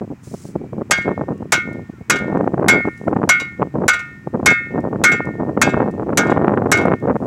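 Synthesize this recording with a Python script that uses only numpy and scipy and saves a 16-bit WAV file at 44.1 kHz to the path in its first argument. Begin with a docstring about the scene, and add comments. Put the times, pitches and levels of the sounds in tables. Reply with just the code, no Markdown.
"""In an open, windy field, a wooden stake is driven in with the flat of a steel shovel.
Eleven blows fall in an even rhythm: each is a burst of crash noise, then the blade rings on as fading tones.
Now and then the blade drops back on the stake, with a smaller crash and a damped ring.
Gusty wind buffets the microphone as a stream of random pressure pulses, with faint gliding whistles.
Dry rustles are shaped noise: a foot slides in grass at the start, fainter rustles come later, straws snap."""
import sys
import numpy as np
from scipy import signal
from scipy.io import wavfile
from scipy.ndimage import uniform_filter1d, minimum_filter1d

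SR = 44100
rng = np.random.default_rng(int(sys.argv[2]) if len(sys.argv) > 2 else 0)


def transcribe(u):
    """Save the signal u as a 16-bit wav file named by the first command-line argument.

    u: samples, shape (n,) or (channels, n), limited to [-1, 1]; the rate is SR.
    q: integer samples, one column per channel.
    """
    v = np.clip(np.atleast_2d(u).T, -1, 1)
    q = np.round(v * 32767).astype(np.int16)
    wavfile.write(sys.argv[1], SR, q)


N = 320166
TIME = np.arange(N) / SR   # seconds since the start
AGE = TIME[:SR]   # seconds since a contact or snap


def from_db(db):
    """Turn decibels into a gain."""
    return 10 ** (np.asarray(db) / 20)


def rms_one(x):
    """Scale a signal to an rms of 1."""
    return x / np.sqrt(np.mean(x ** 2) + 1e-20)


def butter(x, hz, kind, order=2):
    """Filter with a Butterworth that looks only at the past."""
    return signal.sosfilt(signal.butter(order, hz, kind, fs=SR, output="sos"), x)


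def add(out, start_s, sound):
    """Mix a sound in, starting at start_s."""
    at = int(round(start_s * SR))
    out[at:at + len(sound)] += sound[:max(N - at, 0)]


def dying(t60):
    """Envelope of a dying sound: it falls 60 dB in t60 seconds."""
    return np.exp(-np.log(1000) * AGE / t60)


def ring(hz, t60):
    """One fading tone of a struck body, starting at height 1 with a random phase."""
    cycles = hz * AGE + rng.random()
    return np.sin(2 * np.pi * cycles) * dying(t60)


def drift(hz, size=N):
    """Random wandering at up to about hz times a second, with a spread near 1."""
    # made on a grid 20 times coarser; the filter's first 2000 values are thrown away
    white = rng.standard_normal(size // 20 + 4000)
    slow = rms_one(butter(white, 20 * np.clip(hz, 1, 900), "low")[2000:])
    return np.interp(np.arange(size) / 20, np.arange(len(slow)), slow)


def coloured_noise(spectrum):
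    """Noise built from third-octave bands that follow a spectrum, with an rms of 1."""
    hz, db = np.transpose(spectrum)
    edges = 25 * 2 ** (np.arange(30) / 3)
    white = rng.standard_normal((2, N))   # neighbouring bands use different noise
    out = 0
    for k, (low, high) in enumerate(zip(edges, edges[1:])):
        middle = np.log(low * high) / 2
        gain = from_db(np.interp(middle, np.log(hz), db))
        out = out + gain * butter(white[k % 2], [low, high], "band")
    return rms_one(out)


def held_level(rows, attack_s, release_s):
    """Gain of events (start, length, dB) that swell, hold and fade; the strongest one wins."""
    gains = []
    for start, length, db in rows:
        before = np.minimum(TIME - start, 0)
        after = np.maximum(TIME - start - length, 0)
        gains.append(from_db(db) * np.exp(before / attack_s - after / release_s))
    return np.max(gains, axis=0)


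# colour of the open field's hush: (f/Hz, level/dB per Hz, relative)
FIELD_SPECTRUM = [(30, -12), (60, -20.5), (110, 0), (250, -5), (500, -22), (1000, -15.5), (2300, -20.5),
                  (3300, -34.5), (7500, -33), (9500, -42.5), (15500, -42.5)]


def field_hush(level_db=-49):
    """The steady hush of the field: coloured noise at level_db rms."""
    return from_db(level_db) * coloured_noise(FIELD_SPECTRUM)


LUMPS_PER_S, LUMP_CEILING = 36.8, 1   # how fast the flow changes; its highest lump in standard deviations


def lumpy(depth_db, even_s=0.095):
    """Fast, uneven gain of turbulent air, evened out so its mean power stays near 1."""
    gain = from_db(depth_db * np.clip(drift(LUMPS_PER_S), -2.5, LUMP_CEILING))
    return gain / np.sqrt(uniform_filter1d(gain ** 2, size=int(even_s * SR)))


# light breeze between gusts, before its lumps: (t/s, level/dB)
BREEZE_LEVEL = [(0, -49), (.5, -36.5), (1.1, -38.5), (1.7, -33.5), (2.05, -48.5), (2.5, -26), (2.95, -38.5),
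                (3.35, -36), (4.1, -40), (4.6, -35.5), (5.5, -26.5), (6.5, -21.5), (7.26, -39.5)]
# gusts, before their lumps: (start t/s, held length t/s, level/dB)
WIND_GUSTS = [(.012, 0.028, -23), (.085, 0.041, -25.5), (.57, 0.11, -31), (.745, 0.045, -26.5),
              (.89, 0.056, -30), (1.06, 0.064, -18), (1.175, 0.048, -20), (1.283, 0.048, -22.5),
              (1.52, 0.044, -36), (1.66, 0.17, -27.5), (2.1, 0.25, -22.5), (2.3, 0.18, -17),
              (2.596, .2, -16), (2.85, 0.037, -19), (3.06, 0.074, -17), (3.18, .11, -20.5),
              (3.6, 0.063, -19), (3.75, 0.11, -17.5), (4.34, 0.068, -22), (4.43, 0.093, -19.5),
              (4.72, .17, -20.5), (4.925, 0.122, -22), (5.08, .075, -23), (5.262, 0.045, -21.5),
              (5.395, .13, -21), (5.585, 0.11, -19), (5.735, 0.14, -15.5), (5.992, 0.042, -22.5),
              (6.085, 0.035, -19.5), (6.17, .29, -17.5), (6.47, .25, -17), (6.8, 0.14, -13),
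              (7.03, 0.13, -16), (7.205, 0.05, -20.5)]
GUST_ATTACK_S, GUST_RELEASE_S = .008, 0.0096   # time constants of a gust's edges
# single hard thumps of wind: (t/s, level/dB)
WIND_PUFFS = [(0.114, -25), (0.277, -27), (0.344, -20), (0.494, -29.5), (0.56, -14.5), (0.732, -21),
              (0.786, -19), (0.819, -17), (0.989, -20.5), (1.078, -12), (1.289, -18.5), (1.309, -15),
              (1.427, -20.5), (1.899, -24), (2.015, -25.5), (2.374, -13.5), (2.541, -11.5), (3.165, -9),
              (3.238, -11), (3.6, -18.5), (3.623, -10.5), (4.274, -18), (4.351, -11), (4.785, -13),
              (4.93, -16), (5.205, -15), (5.575, -11), (5.676, -9.5), (5.936, -32), (6.323, -11.5),
              (6.482, -6), (7.11, -11.5), (7.225, -20)]
FLUTTER_PER_S, FLUTTER_DB = 10, 11   # chance puffs: average rate, and height above the smooth breeze


def wind_level(gust_lumps_db=5, breeze_lumps_db=2.5, puff_s=0.0035):
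    """Strength of the air at the microphone: lumpy breeze, gusts and brief puffs, added as powers."""
    breeze = from_db(np.interp(TIME, *np.transpose(BREEZE_LEVEL)))
    gusts = held_level(WIND_GUSTS, GUST_ATTACK_S, GUST_RELEASE_S)
    puffs = (rng.random(N) < FLUTTER_PER_S / SR) * breeze * from_db(FLUTTER_DB)
    for s, db in WIND_PUFFS:
        add(puffs, s, [from_db(db)])
    # each puff is widened into a smooth bump of power
    bump = signal.windows.gaussian(SR // 10, puff_s * SR)
    puff_power = np.abs(signal.fftconvolve(puffs ** 2, bump, "same"))
    breeze_power = (breeze * lumpy(breeze_lumps_db)) ** 2
    gust_power = (gusts * lumpy(gust_lumps_db)) ** 2
    return np.sqrt(breeze_power + gust_power + puff_power)


def wind(eddies_per_s=600, width_s=0.00039, narrowing=0.55, size_spread_db=4,
         low_cut_hz=170, sub_cut_hz=70, top_hz=2000):
    """Eddies pass as rounded pressure pulses, narrower and so brighter the harder it blows."""
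    level = wind_level()
    born = rng.random(N) < eddies_per_s / SR
    # every listed thump has an eddy at its heart
    born[[min(int(s * SR), N - 1) for s, db in WIND_PUFFS]] = True
    at = np.flatnonzero(born)
    size = from_db(size_spread_db * np.clip(rng.standard_normal(N)[at], -2, 2))
    sign = rng.choice([-1, 1], N)[at]
    # width_s belongs to an eddy whose level times size is 0.2
    width = width_s * (level[at] * size / 0.2) ** -narrowing
    lag = np.arange(-300, 301)   # samples around each eddy's centre
    shapes = np.hanning(len(lag)) / (1 + (lag / SR / width[:, None]) ** 2)
    pulses = (sign * size)[:, None] * shapes
    places = np.clip(at[:, None] + lag, 0, N)
    flow = np.bincount(places.ravel(), pulses.ravel(), N + 1)[:N]
    flow = butter(flow, low_cut_hz, "high")
    # even out the pulses' own power, so that the wind level sets the loudness
    local_power = uniform_filter1d(uniform_filter1d(flow ** 2, size=500), size=300)
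    even_flow = flow / np.sqrt(np.abs(local_power) + 1e-6)
    return butter(level * even_flow, [sub_cut_hz, top_hz], "band")


# dry rustles, the first a foot sliding in grass: (start t/s, held length t/s, level/dB before the grain)
DRY_RUSTLES = [(.245, 0.24, -50.5), (2.86, 0.23, -65), (5.76, 0.1, -76), (7.16, .1, -66)]
RUSTLE_ATTACK_S, RUSTLE_RELEASE_S = .012, 0.04   # time constants of a rustle's edges
# dry straws snap: (t/s, level/dB)
STRAW_SNAPS = [(1.378, -53), (1.73, -48.5), (2.376, -52), (2.976, -49), (4.805, -51), (5.253, -47.5),
               (5.911, -49), (6.251, -48), (6.268, -56), (6.855, -42), (7.0, -57)]
# colour of the grass: (f/Hz, level/dB per Hz, relative)
GRASS_SPECTRUM = [(1500, -11.5), (3000, -6.5), (5000, -3.5), (6000, 4.5), (9500, -1), (12000, -26),
                  (15500, -5)]


def grass(grain_db=1.5, snap_t60=0.028):
    """Dry stalks rustle as grainy noise, and single straws snap as short bursts."""
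    grain = from_db(grain_db * rms_one(butter(rng.standard_normal(N), 150, "low")))
    level = held_level(DRY_RUSTLES, RUSTLE_ATTACK_S, RUSTLE_RELEASE_S) * grain
    for s, db in STRAW_SNAPS:
        add(level, s, from_db(db) * dying(snap_t60))
    return level * coloured_noise(GRASS_SPECTRUM)


# thin whistles in the wind: (start t/s, end t/s, start f/Hz, end f/Hz, peak level/dB)
WIND_WHISTLES = [(.36, 0.456, 1500, 1170, -60), (.4, .9, 2330, 2270, -61), (1.17, 1.532, 1110, 1106, -53),
                 (1.27, 1.484, 2790, 2840, -65), (1.9, 2.016, 1600, 1200, -51),
                 (1.94, 2.115, 2070, 2290, -55)]


def whistles():
    """Faint gliding tones that fade in and out, their pitch wavering slightly."""
    out = np.zeros(N)
    for start, end, first_hz, last_hz, db in WIND_WHISTLES:
        size = int((end - start) * SR)
        glide = np.linspace(first_hz, last_hz, size)
        pitch = glide * (1 + 0.0085 * drift(15, size=size))
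        tone = np.sin(2 * np.pi * np.cumsum(pitch) / SR)
        add(out, start, from_db(db) * np.hanning(size) * tone)
    return out


# main tones (modes) of the blade:
# (f/Hz, t60 t/s, level/dB for a central blow, level/dB gained per unit along, same per unit across)
MAIN_BLADE_MODES = [(1237, 0.37, -22.5, 0.8, 7.5), (1425.5, 0.48, -16, 0, 5.5),
                    (1487.6, 0.3, -13.5, -2.5, 3.5), (1613, 0.32, -22, 12, 6.5),
                    (1826, 0.95, -25.5, 2.5, 4.5), (2165.2, 0.44, -8, -2.6, -5.5),
                    (2279, 0.38, -18.5, -2.4, -1.7)]
SWAY_HZ = 20   # how fast the main tones waver


def main_ring(ring_db, along, across, sway_db):
    """Where the blade lands decides which modes speak; their levels waver as they ring."""
    out = 0
    for hz, t60, db, along_db, across_db in MAIN_BLADE_MODES:
        landing_db = along * along_db + across * across_db
        level_db = ring_db + db + landing_db + sway_db * drift(SWAY_HZ, size=SR)
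        out = out + from_db(level_db) * ring(hz, t60)
    return out


# minor modes of the blade: (f/Hz, average level/dB, relative, t60 t/s)
MINOR_BLADE_MODES = [(1095, -8, 0.23), (1566, 6.5, 0.14), (1912, 1, 0.078), (2427, -1.5, .15),
                     (2606, -4.5, 0.46), (2860, -2.5, 0.23), (3260, -9.5, 0.3), (3396, -12.5, 0.24),
                     (3610, -12, 0.32), (3832, -4, 0.19), (4700, -11, 0.23), (5110, -24, 0.047),
                     (6090, -16, .09), (5780, -11, 0.16), (6170, -17, 0.045), (7100, -19.5, 0.079),
                     (7340, -8, 0.14), (7900, -18.5, 0.27)]


def minor_ring(spread_db):
    """The minor modes, struck with new random strengths each time."""
    out = 0
    for hz, db, t60 in MINOR_BLADE_MODES:
        strength_db = db + spread_db * rng.standard_normal()
        out = out + from_db(strength_db) * ring(hz, t60)
    return out


# outline of the blade's crowd of high modes: (f/Hz, level/dB, relative, typical t60 t/s)
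SHIMMER_OUTLINE = [(2902, -43.5, 0.15), (3780, -36, 0.089), (5200, -36.5, 0.11), (5840, -26, 0.087),
                   (7950, -28, 0.064), (8500, -48.5, 0.051), (11350, -40, 0.059), (15030, -50.5, .05)]


def shimmer_modes(count):
    """Closely spaced high modes, one per row, made once for all contacts."""
    hz, db, t60 = np.transpose(SHIMMER_OUTLINE)
    places = (np.arange(count) + rng.random(count)) / count
    pitches = hz[0] + (hz[-1] - hz[0]) * places ** 1.3   # packed closer at the low end
    lives = np.interp(pitches, hz, t60) * np.exp(0.067 * rng.standard_normal(count))
    return np.array([from_db(np.interp(f, hz, db)) * ring(f, life) for f, life in zip(pitches, lives)])


def struck_shimmer(high_modes, level_db):
    """One strike of the high modes, each with a random strength and sign."""
    return from_db(level_db) * rng.standard_normal(len(high_modes)) @ high_modes


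# blows: (t/s, main ring level/dB, minor modes level/dB,
#         landing spot along and across the blade, in units of about -1 to 1)
SHOVEL_BLOWS = [(0.909, -1, -22, 1, -0.47), (1.521, -3, -44.5, -1, 0.42), (2.098, -1.5, -23, 0.12, 0.43),
                (2.683, 4, -24.5, 0.043, -0.36), (3.291, 1.5, -21, -1.4, 0.16),
                (3.88, -0.8, -21.5, -0.85, 1), (4.459, 5.5, -21, 0.55, -0.24), (5.038, 6, -22, 0.042, 0.24),
                (5.615, -4.5, -21, .98, 0.11), (6.173, -3.5, -30.5, 0.23, 1),
                (6.716, -0.7, -26, -0.35, 0.31)]
# the blade touches the stake again: (t/s, level/dB added to the touch settings)
STAKE_TOUCHES = [(0.925, -14), (0.976, -26), (1.014, -32), (1.536, -8), (2.157, -19), (2.182, -33.5),
                 (2.697, -10.5), (3.398, -16), (3.934, -13.5), (3.991, -25), (4.501, -14.5), (5.117, -12.5),
                 (5.16, -38), (5.692, -27), (6.267, -31), (6.299, -27.5), (6.771, -17), (6.811, -27.5)]
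# crash of steel on wood: (f/Hz, level/dB per Hz, relative)
CRASH_SPECTRUM = [(100, -12.5), (400, -3), (750, 2), (1100, 6.5), (1450, 9), (2200, 5), (3200, -9),
                  (5100, -5.5), (6100, -11.5), (7600, -2.5), (8600, -6), (10300, -17), (12200, -24),
                  (15800, -49.5)]
# the duller clatter that follows it: (f/Hz, level/dB per Hz, relative)
CLATTER_SPECTRUM = [(100, -2.5), (500, 5), (1000, 5.5), (1500, -4), (2300, 5), (3100, -3.5), (3800, 2),
                    (4900, -17), (6100, -2), (7600, -16), (8800, -19), (10500, -20.5), (12400, -33),
                    (15800, -34.5)]
CRASH_S = .014   # how long the steel grinds on the wood
# the first instant of a blow is the hardest and brightest
CRACK_DB, CRACK_T60_S, CRACK_BAND_HZ = -12.5, .03, (3000, 12000)
MINOR_SPREAD_DB = 4   # how much the minor modes differ from blow to blow
RESTING_T60_S = .6   # extra damping when the blade drops back on the wood


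def shovel(crash_db=-7, crash_shape=2.2, tail_db=-19, tail_t60=0.14, scatter_db=-45, scatter_t60=0.92,
           swell_s=0.0081, sway_db=1.5, shimmer_db=3.5, touch_shimmer_db=-1, touch_ring_db=-15,
           touch_crash_db=-13, touch_t60=0.081, touch_tail_db=-17, bite_s=0.0022):
    """Each contact is a short crash; after a blow the main modes swell over several milliseconds, then fade."""
    out, contact, echo = np.zeros(N), np.zeros(N), np.zeros(N)
    high_modes = shimmer_modes(count=220)
    swell = 1 - np.exp(-AGE / swell_s)
    bite = 1 - np.exp(-AGE / bite_s)   # the quick onset of a contact
    for s, ring_db, minor_db, along, across in SHOVEL_BLOWS:
        main = main_ring(ring_db, along, across, sway_db)
        minor = from_db(minor_db) * minor_ring(MINOR_SPREAD_DB)
        shimmer = struck_shimmer(high_modes, shimmer_db)
        add(out, s, swell * main + bite * (minor + shimmer))
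        add(contact, s, from_db(crash_db) * bite * np.exp(-(AGE / CRASH_S) ** crash_shape))
        crack = butter(rng.standard_normal(SR), CRACK_BAND_HZ, "band")
        add(out, s, from_db(CRACK_DB) * dying(CRACK_T60_S) * crack)
        # the clatter dies away, and the rough ground scatters a faint tail back
        tail = from_db(tail_db) * dying(tail_t60)
        scatter = from_db(scatter_db) * dying(scatter_t60)
        add(echo, s, bite * (tail + scatter))
    for s, db in STAKE_TOUCHES:
        shimmer = struck_shimmer(high_modes, touch_shimmer_db)
        minor = from_db(touch_ring_db) * minor_ring(spread_db=4.5)
        add(out, s, from_db(db) * bite * dying(RESTING_T60_S) * (shimmer + minor))
        add(contact, s, from_db(db + touch_crash_db) * bite * dying(touch_t60))
        add(echo, s, from_db(db + touch_tail_db) * bite * dying(tail_t60))
    crash = contact * coloured_noise(CRASH_SPECTRUM)
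    clatter = echo * coloured_noise(CLATTER_SPECTRUM)
    # steel chatters on the wood, so the crash is uneven
    chatter = from_db(2.9 * drift(240))
    return out + (crash + clatter) * chatter


def scene():
    """Wind, grass and shovel over the hush of the open field, in one channel."""
    return (field_hush() + wind() + grass() + whistles() + shovel())[None]


CUTOFF_HZ = 16000   # the treble above this is cut


def record(dry):
    """A very fast limiter holds the blows under full scale, then the top is cut."""
    ceiling_db, release_db_per_s = -.6, 2000
    over = np.maximum(20 * np.log10(np.abs(dry[0]) + 1e-9) - ceiling_db, 0)
    # the reduction jumps up with each peak and then falls at the release speed
    released = release_db_per_s * TIME
    held = np.maximum.accumulate(over + released) - released
    # start turning down a few samples early, and smooth the change
    gain = uniform_filter1d(minimum_filter1d(from_db(-held), size=21), size=21)
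    top_cut = signal.ellip(10, .3, 70, CUTOFF_HZ, fs=SR, output="sos")
    return signal.sosfilt(top_cut, dry * gain)


dry = scene()
out = record(dry)
transcribe(out)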